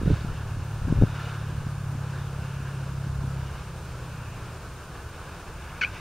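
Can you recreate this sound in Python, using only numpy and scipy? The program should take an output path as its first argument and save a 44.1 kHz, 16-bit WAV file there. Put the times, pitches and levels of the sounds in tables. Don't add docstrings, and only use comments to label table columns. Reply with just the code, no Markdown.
import sys
import numpy as np
from scipy import signal
from scipy.fft import rfft, irfft, next_fast_len
from scipy.io import wavfile

SR = 44100
rng = np.random.default_rng(int(sys.argv[2]) if len(sys.argv) > 2 else 0)


def output_pcm(signal):
    pcm = np.clip(np.atleast_2d(signal).T, -1, 1) * 32767
    wavfile.write(sys.argv[1], SR, np.round(pcm).astype(np.int16))


N = 264732
TIME = np.arange(N) / SR

# t/s, f/Hz
SHAFT_SPEED = [(0, 36.75), (.75, 36.1), (1.4, 35.35), (2.2, 34.25), (3.45, 33.47), (3.65, 32.2),
               (4.25, 29.7), (4.6, 28.7), (6, 26.2)]
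# t/s, level/dB
ENGINE_LEVEL = [(0, -36.5), (1.3, -35.5), (1.9, -34), (2.6, -36.5), (3.25, -31.5), (3.43, -33.5),
                (3.55, -42.5), (4.35, -41), (4.7, -54.5), (6, -73)]
# t/s, level/dB
BLADE_SHARE = [(.9, -3), (1.4, -14.5), (2.7, -10), (3.1, -3), (3.75, -5), (4.2, -26)]
# f/Hz, level/dB
CARRY_EQ = [(138, 0.5), (147, -4.5), (168, -10), (176, -11.5), (183, -20), (205, -39), (260, -27)]
# peak t/s, level/dB, left over right/dB
GUSTS = [(.005, -29.5, -2), (.12, -23.5, -2.5), (.33, -31.5, 3), (.61, -32.5, -2), (.91, -27.5, 2.5),
         (1.035, -23.5, 2.2), (1.65, -32.5, -2.5), (1.96, -39.5, 1.5), (2.6, -55, 1), (3.25, -36.5, 1),
         (3.57, -51, -8)]
# t/s, level/dB, f/Hz, half-length/cycles, share of hard edge/0-1
LARGE_EDDIES = [(.0167, -17, 227, 0.16, 0), (.034, -17.5, 169, .22, 0.13), (.061, -19.5, 272, 0.3, 0),
                (.078, -15, 173, 0.77, 0.38), (.085, -18, 137, 0.32, 0), (.095, -21, 70, .25, 0.4),
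                (.103, -15, 210, .26, 0.33), (.109, -12.5, 160, .25, 0.12), (.117, -11, 137, 0.22, .05),
                (.138, -17.5, 118, 0.43, 0.08), (.248, -16, 128, .22, 0.11), (.855, -22, 75, 0.26, 0.2),
                (.874, -22, 160, 0.26, 0), (.883, -17, 195, 0.24, 0.02), (.903, -17, 110, 0.23, 0.1),
                (.912, -16, 120, .26, 0.02), (.926, -5.5, 148, 0.17, 0), (.977, -19, 105, 0.36, 0.1),
                (.988, -15, 120, 0.23, 0.1), (1.008, -13, 62, 0.37, 0), (1.016, -13.5, 190, 0.23, 0.12),
                (1.02, -10, 65.7, .28, 0.08), (1.0236, -4.5, 171, 0.17, 0.16), (1.037, -4.5, 135, .31, .17),
                (1.046, -24, 190, 0.29, 0.1), (1.668, -27, 169, .26, 0.03), (1.955, -26.5, 200, 0.31, 0),
                (2.604, -27.5, 146, 0.22, 0.3), (3.072, -27.5, 175, 0.33, 0.05), (3.195, -28, 160, .32, 0),
                (3.242, -22.5, 165, 0.2, 0), (3.28, -31, 191, .3, 0.1)]
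# peak t/s, half-length/s, grass level/dB, fence level/dB, whistle level/dB, whistle f/Hz
PUFFS = [(0.13, .08, -57, -53.5, -58, 3710), (.37, 0.048, -52, -56, -57, 2970),
         (1.103, 0.11, -48, -54.5, -64, 3730), (1.226, 0.06, -48, -49, -57, 3630),
         (1.37, .12, -49, -56.5, -61, 3620), (2.2, 0.079, -51, -60, -61, 3610),
         (2.517, 0.092, -50, -57, -56, 2640), (2.68, 0.038, -55, -65, -60, 2850),
         (3.534, 0.14, -50.5, -57, -60.5, 2850), (4.297, 0.16, -51.5, -57.5, -56.5, 2528),
         (4.95, 0.046, -48.5, -59.5, -68, 2520), (5.255, 0.15, -50.5, -59, -66, 2370),
         (5.774, 0.2, -48, -56.5, -56, 2300), (5.99, 0.055, -52, -48.5, -52.5, 2285)]
# peak t/s, half-length/s, level/dB
RUSTLES = [(.16, 0.055, -55), (1.228, .07, -56)]
# peak t/s, half-length/s, level/dB, resonance f/Hz
CAWS = [(0.336, 0.028, -53, 1694), (1.193, 0.089, -46, 1390), (1.34, 0.032, -44, 1495),
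        (2.158, 0.027, -49, 1650), (2.672, 0.05, -48.5, 1607)]
# t/s, level/dB
BURBLE_LEVEL = [(3.3, -60), (3.9, -48.5), (4.6, -50), (5.3, -55)]
# t/s, f/Hz
CALL_PITCH = [(5.81, 905), (5.815, 835), (5.82, 748), (5.828, 752), (5.834, 730), (5.844, 755), (5.85, 815),
              (5.855, 795), (5.868, 850)]
# f/Hz, level/dB
THROAT_EQ = [(750, -35), (1200, -12), (1430, -0.5), (1550, -5), (1660, 8), (1900, -14), (2220, 1),
             (2600, 2.5), (2980, -9.5), (3500, -31.5), (4350, -19.5), (5100, -33), (5800, -29), (7200, -50)]
# t/s, level/dB
LOW_RESONANCE = [(5.812, -20), (5.818, 1), (5.841, 1), (5.849, -11)]
# delay t/s, level/dB, treble cut f/Hz
ECHOES = [(.05, -13, 1550)]
# f/Hz, relative level/dB
WIND_EQ = [(20, 7), (45, 6), (90, 7), (170, -5.5), (280, -17), (450, -20), (700, -33), (1500, -74)]
RUMBLE_EQ = [(20, 1.5), (45, 4), (70, 11), (100, 6), (140, 1), (175, -5.5), (220, -18), (400, -53)]
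WASH_EQ = [(150, 8), (250, 0), (350, 2.5), (520, 1), (720, -2.5), (1000, 0), (1550, -0.5), (1750, -7.5),
           (1980, -12.5), (2550, -9), (3300, -15), (5000, -17.5), (8000, -23.5), (15000, -48)]
HISS_EQ = [(100, 8), (1200, 0.5), (2500, 4), (7000, 7), (7550, 7.5), (7850, -57), (8200, 7.5), (9350, 9.5),
           (9650, 1.5), (15500, -2)]
GRASS_EQ = [(300, -7), (700, -2), (950, 1), (1250, -1), (1480, 3), (1750, -0.5), (2000, -28), (2500, -21),
            (5000, -34)]
FENCE_EQ = [(1200, -19), (2050, 1), (2350, 3.5), (2870, 6), (3250, -7.5), (3700, 2), (4100, -18),
            (4600, -8), (6000, -7), (9000, -46)]
LEAVES_EQ = [(1500, -14), (2800, 3), (3250, -2), (3700, -1), (4200, 5), (5400, -9), (6500, -14),
             (9000, -32)]
BURBLE_EQ = [(110, -8), (150, 4), (190, 0), (230, -19), (400, -44)]
HARSH_EQ = [(1100, -16), (1450, -4), (1900, -20), (2300, 5), (2750, 3), (3200, -3), (3500, -13),
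            (4600, -9.5), (6000, -27), (8000, -40)]


def from_db(db):
    return 10 ** (np.asarray(db) / 20)


def rms_one(x):
    return x / np.sqrt(np.mean(x ** 2) + 1e-20)


def in_time(rows):
    times, *columns = np.transpose(rows)
    return [np.interp(TIME, np.sort(times), column) for column in columns]


def gain_at(eq, hz):
    points, db = np.transpose(eq)
    return from_db(np.interp(np.log(hz + 1e-9), np.log(points), db))


def noise(eq):
    size = next_fast_len(N)
    hz = np.fft.rfftfreq(size, 1 / SR)
    low_cut = np.minimum(hz / eq[0][0], 1) ** 2
    return rms_one(irfft(rfft(rng.standard_normal(size)) * gain_at(eq, hz) * low_cut, size)[:N])


def drift(rate_hz):
    size = next_fast_len(N)
    hz = np.fft.rfftfreq(size, 1 / SR)
    return rms_one(irfft(rfft(rng.standard_normal(size)) / (1 + (hz / rate_hz) ** 2), size)[:N])


def narrow_noise(hz, width_hz):
    angle = 2 * np.pi * hz * TIME
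    return rms_one(drift(width_hz) * np.cos(angle) + drift(width_hz) * np.sin(angle))


def swell(peak_s, half_length_s):
    return np.exp(-.5 * np.minimum(((TIME - peak_s) / half_length_s) ** 2, 50))


def pan(x, left_db):
    return x * from_db(left_db * np.array([[.5], [-.5]]))


def spread(eq, side_db):
    return noise(eq) + from_db(side_db) * noise(eq) * [[1], [-1]]


def engine(waver_db, blade_waver_db, jitter, exhaust_db=1.9, exhaust_fade_db_per_s=2.4):
    shaft_hz, = in_time(SHAFT_SPEED)
    level_db, = in_time(ENGINE_LEVEL)
    blade_db, = in_time(BLADE_SHARE)
    angle = 2 * np.pi * np.cumsum(shaft_hz * (1 + jitter * drift(15.5))) / SR
    blade = from_db(blade_db + blade_waver_db * drift(2))
    exhaust = from_db(exhaust_db - exhaust_fade_db_per_s * TIME)
    gains = {2: blade, 3: exhaust}
    gains.update({k: gain_at(CARRY_EQ, k * shaft_hz) for k in range(4, 8)})
    orders = sum(gain * from_db(waver_db * drift(5)) * np.sin(k * angle) for k, gain in gains.items())
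    return np.sqrt(2) * from_db(level_db) * orders


def gust_level(rise_db_per_s=72, fall_db_per_s=330, draught_db=-65.5):
    gusts = [db - np.maximum(rise_db_per_s * (t - TIME), fall_db_per_s * (TIME - t))
             for t, db, _ in GUSTS]
    return np.maximum(np.max(gusts, axis=0), draught_db)


def small_eddies(gust_db, per_s=30, centre_hz=185, spread_octaves=.35, half_cycles=.41, count=400):
    times = np.cumsum(rng.exponential(1, count)) / per_s
    ceiling_db = np.interp(times, TIME, gust_db) + 1
    levels_db = ceiling_db + 10 * np.log10(rng.random(count))
    pitches = centre_hz * 2 ** (spread_octaves * rng.standard_normal(count))
    return [(t, db, hz, half_cycles, 0) for t, db, hz in zip(times, levels_db, pitches)]


def swing(age_cycles, half_cycles, phase_turns):
    return np.sin(2 * np.pi * (age_cycles + phase_turns)) / np.cosh(age_cycles / half_cycles)


def thumps(eddies, edge_hz=434, edge_half_cycles=.44):
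    track = np.zeros(N)
    for t, db, hz, half_cycles, edge_share in eddies:
        near = slice(*np.searchsorted(TIME, [t - 10 / hz, t + 10 / hz]))
        age, phase = TIME[near] - t, rng.random()
        body = swing(age * hz, half_cycles, phase)
        edge = swing(age * edge_hz, edge_half_cycles, phase)
        track[near] += from_db(db) * (body + edge_share * edge)
    return track


def mic_wind(lumpy_db, steepen):
    gust_db = gust_level()
    _, left_db = in_time(GUSTS)
    turbulence = from_db(gust_db + lumpy_db * drift(27)) * spread(WIND_EQ, side_db=-39)
    pressure = turbulence + thumps(list(LARGE_EDDIES) + small_eddies(gust_db))
    steepened = [np.interp(TIME + steepen * port / SR, TIME, port) for port in pressure]
    return pan(np.array(steepened), left_db)


def open_field(rumble_db, wash_db, flutter_db):
    rumble = from_db(rumble_db) * spread(RUMBLE_EQ, side_db=-56)
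    wash = from_db(wash_db + flutter_db * drift(5.5)) * spread(WASH_EQ, side_db=-54)
    return rumble + wash


def mic_hiss(level_db, flicker_db):
    return from_db(level_db + flicker_db * drift(30)) * np.array([noise(HISS_EQ), noise(HISS_EQ)])


def breeze(rustle_db, calm_grass_db=-48, calm_fence_db=-58, settle_db_per_s=2):
    grass_power = from_db(calm_grass_db - settle_db_per_s * TIME) ** 2
    fence_power = from_db(calm_fence_db - settle_db_per_s * TIME) ** 2
    for t, half_length, grass_db, fence_db, _, _ in PUFFS:
        puff = swell(t, half_length)
        grass_power += (puff * from_db(grass_db)) ** 2
        fence_power += (puff * from_db(fence_db)) ** 2
    grass = np.sqrt(grass_power) * from_db(rustle_db * drift(36)) * spread(GRASS_EQ, side_db=-42)
    fence = np.sqrt(fence_power) * from_db(rustle_db * drift(20)) * spread(FENCE_EQ, side_db=-17.5)
    return grass + fence


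def wire_whistles(width_hz):
    return sum(from_db(db) * swell(t, half_length) * narrow_noise(hz, width_hz)
               for t, half_length, _, _, db, hz in PUFFS)


def dry_leaves(crinkle_db):
    envelope = sum(from_db(db) * swell(t, half_length) for t, half_length, db in RUSTLES)
    grain = rms_one(from_db(crinkle_db * drift(150)))
    return envelope * grain * spread(LEAVES_EQ, side_db=-12)


def far_caws(width_hz, rattle_hz, rattle_db):
    rattle = rms_one(from_db(-rattle_db * np.sin(2 * np.pi * rattle_hz * TIME)))
    return rattle * sum(from_db(db) * swell(t, half_length) * narrow_noise(hz, width_hz)
                        for t, half_length, db, hz in CAWS)


def engine_burble():
    level_db, = in_time(BURBLE_LEVEL)
    return from_db(level_db) * noise(BURBLE_EQ)


def call_envelope(age, hold_s, attack_s=.003, release_db_per_s=800, rattle_hz=105, rattle_db=8):
    attack = np.clip(age / attack_s, 0, 1)
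    release_db = release_db_per_s * np.maximum(age - hold_s, 0)
    first_dip_s = .0125
    dips = np.cos(np.pi * rattle_hz * (age - first_dip_s)) ** 8 * np.clip(age / first_dip_s, 0, 1)
    return attack * from_db(-release_db - rattle_db * dips)


def bird_call(start_s, gain_db, hold_s=.037, jitter=.0092, flutter_db=2.5, bite_db_per_octave=14,
              hoarseness=.3, rasp=.013, grit_db=-14):
    pitch, = in_time(CALL_PITCH)
    low_db, = in_time(LOW_RESONANCE)
    age = TIME - start_s
    angle = 2 * np.pi * np.cumsum(pitch * (1 + jitter * drift(210))) / SR
    tilt = bite_db_per_octave * np.clip(1 - age / hold_s, -1, 1)
    voice = from_db(grit_db) * noise(HARSH_EQ)
    for k in range(1, 10):
        colour_db = low_db if k < 3 else tilt * np.log2(max(k / 4, 1))
        fray = hoarseness * drift(170) + rasp * k ** 2 * drift(400)
        gain = gain_at(THROAT_EQ, k * pitch) * from_db(colour_db + flutter_db * drift(200))
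        voice += gain * np.sin(k * angle + fray)
    return from_db(gain_db) * call_envelope(age, hold_s) * voice


def field_echo(x):
    echo = np.zeros(N)
    for delay_s, db, cut_hz in ECHOES:
        delayed = np.interp(TIME - delay_s, TIME, x)
        echo += from_db(db) * signal.sosfilt(signal.butter(6, cut_hz, fs=SR, output="sos"), delayed)
    return echo


def scene():
    ahead = (engine(waver_db=.5, blade_waver_db=.4, jitter=.001)
             + open_field(rumble_db=-40.5, wash_db=-44, flutter_db=1)
             + breeze(rustle_db=2)
             + dry_leaves(crinkle_db=3.5)
             + wire_whistles(width_hz=310)
             + far_caws(width_hz=130, rattle_hz=105, rattle_db=2.5))
    call = bird_call(start_s=5.8105, gain_db=-23.5)
    bird = pan(call + field_echo(call), left_db=1.5)
    hiss = pan(mic_hiss(level_db=-55, flicker_db=.5), left_db=.7)
    return ahead + engine_burble() + bird + mic_wind(lumpy_db=1, steepen=20) + hiss


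def record(dry):
    cutoff_hz = 15750
    return signal.sosfilt(signal.ellip(16, .1, 80, cutoff_hz, fs=SR, output="sos"), dry)


dry = scene()
out = record(dry)
output_pcm(out)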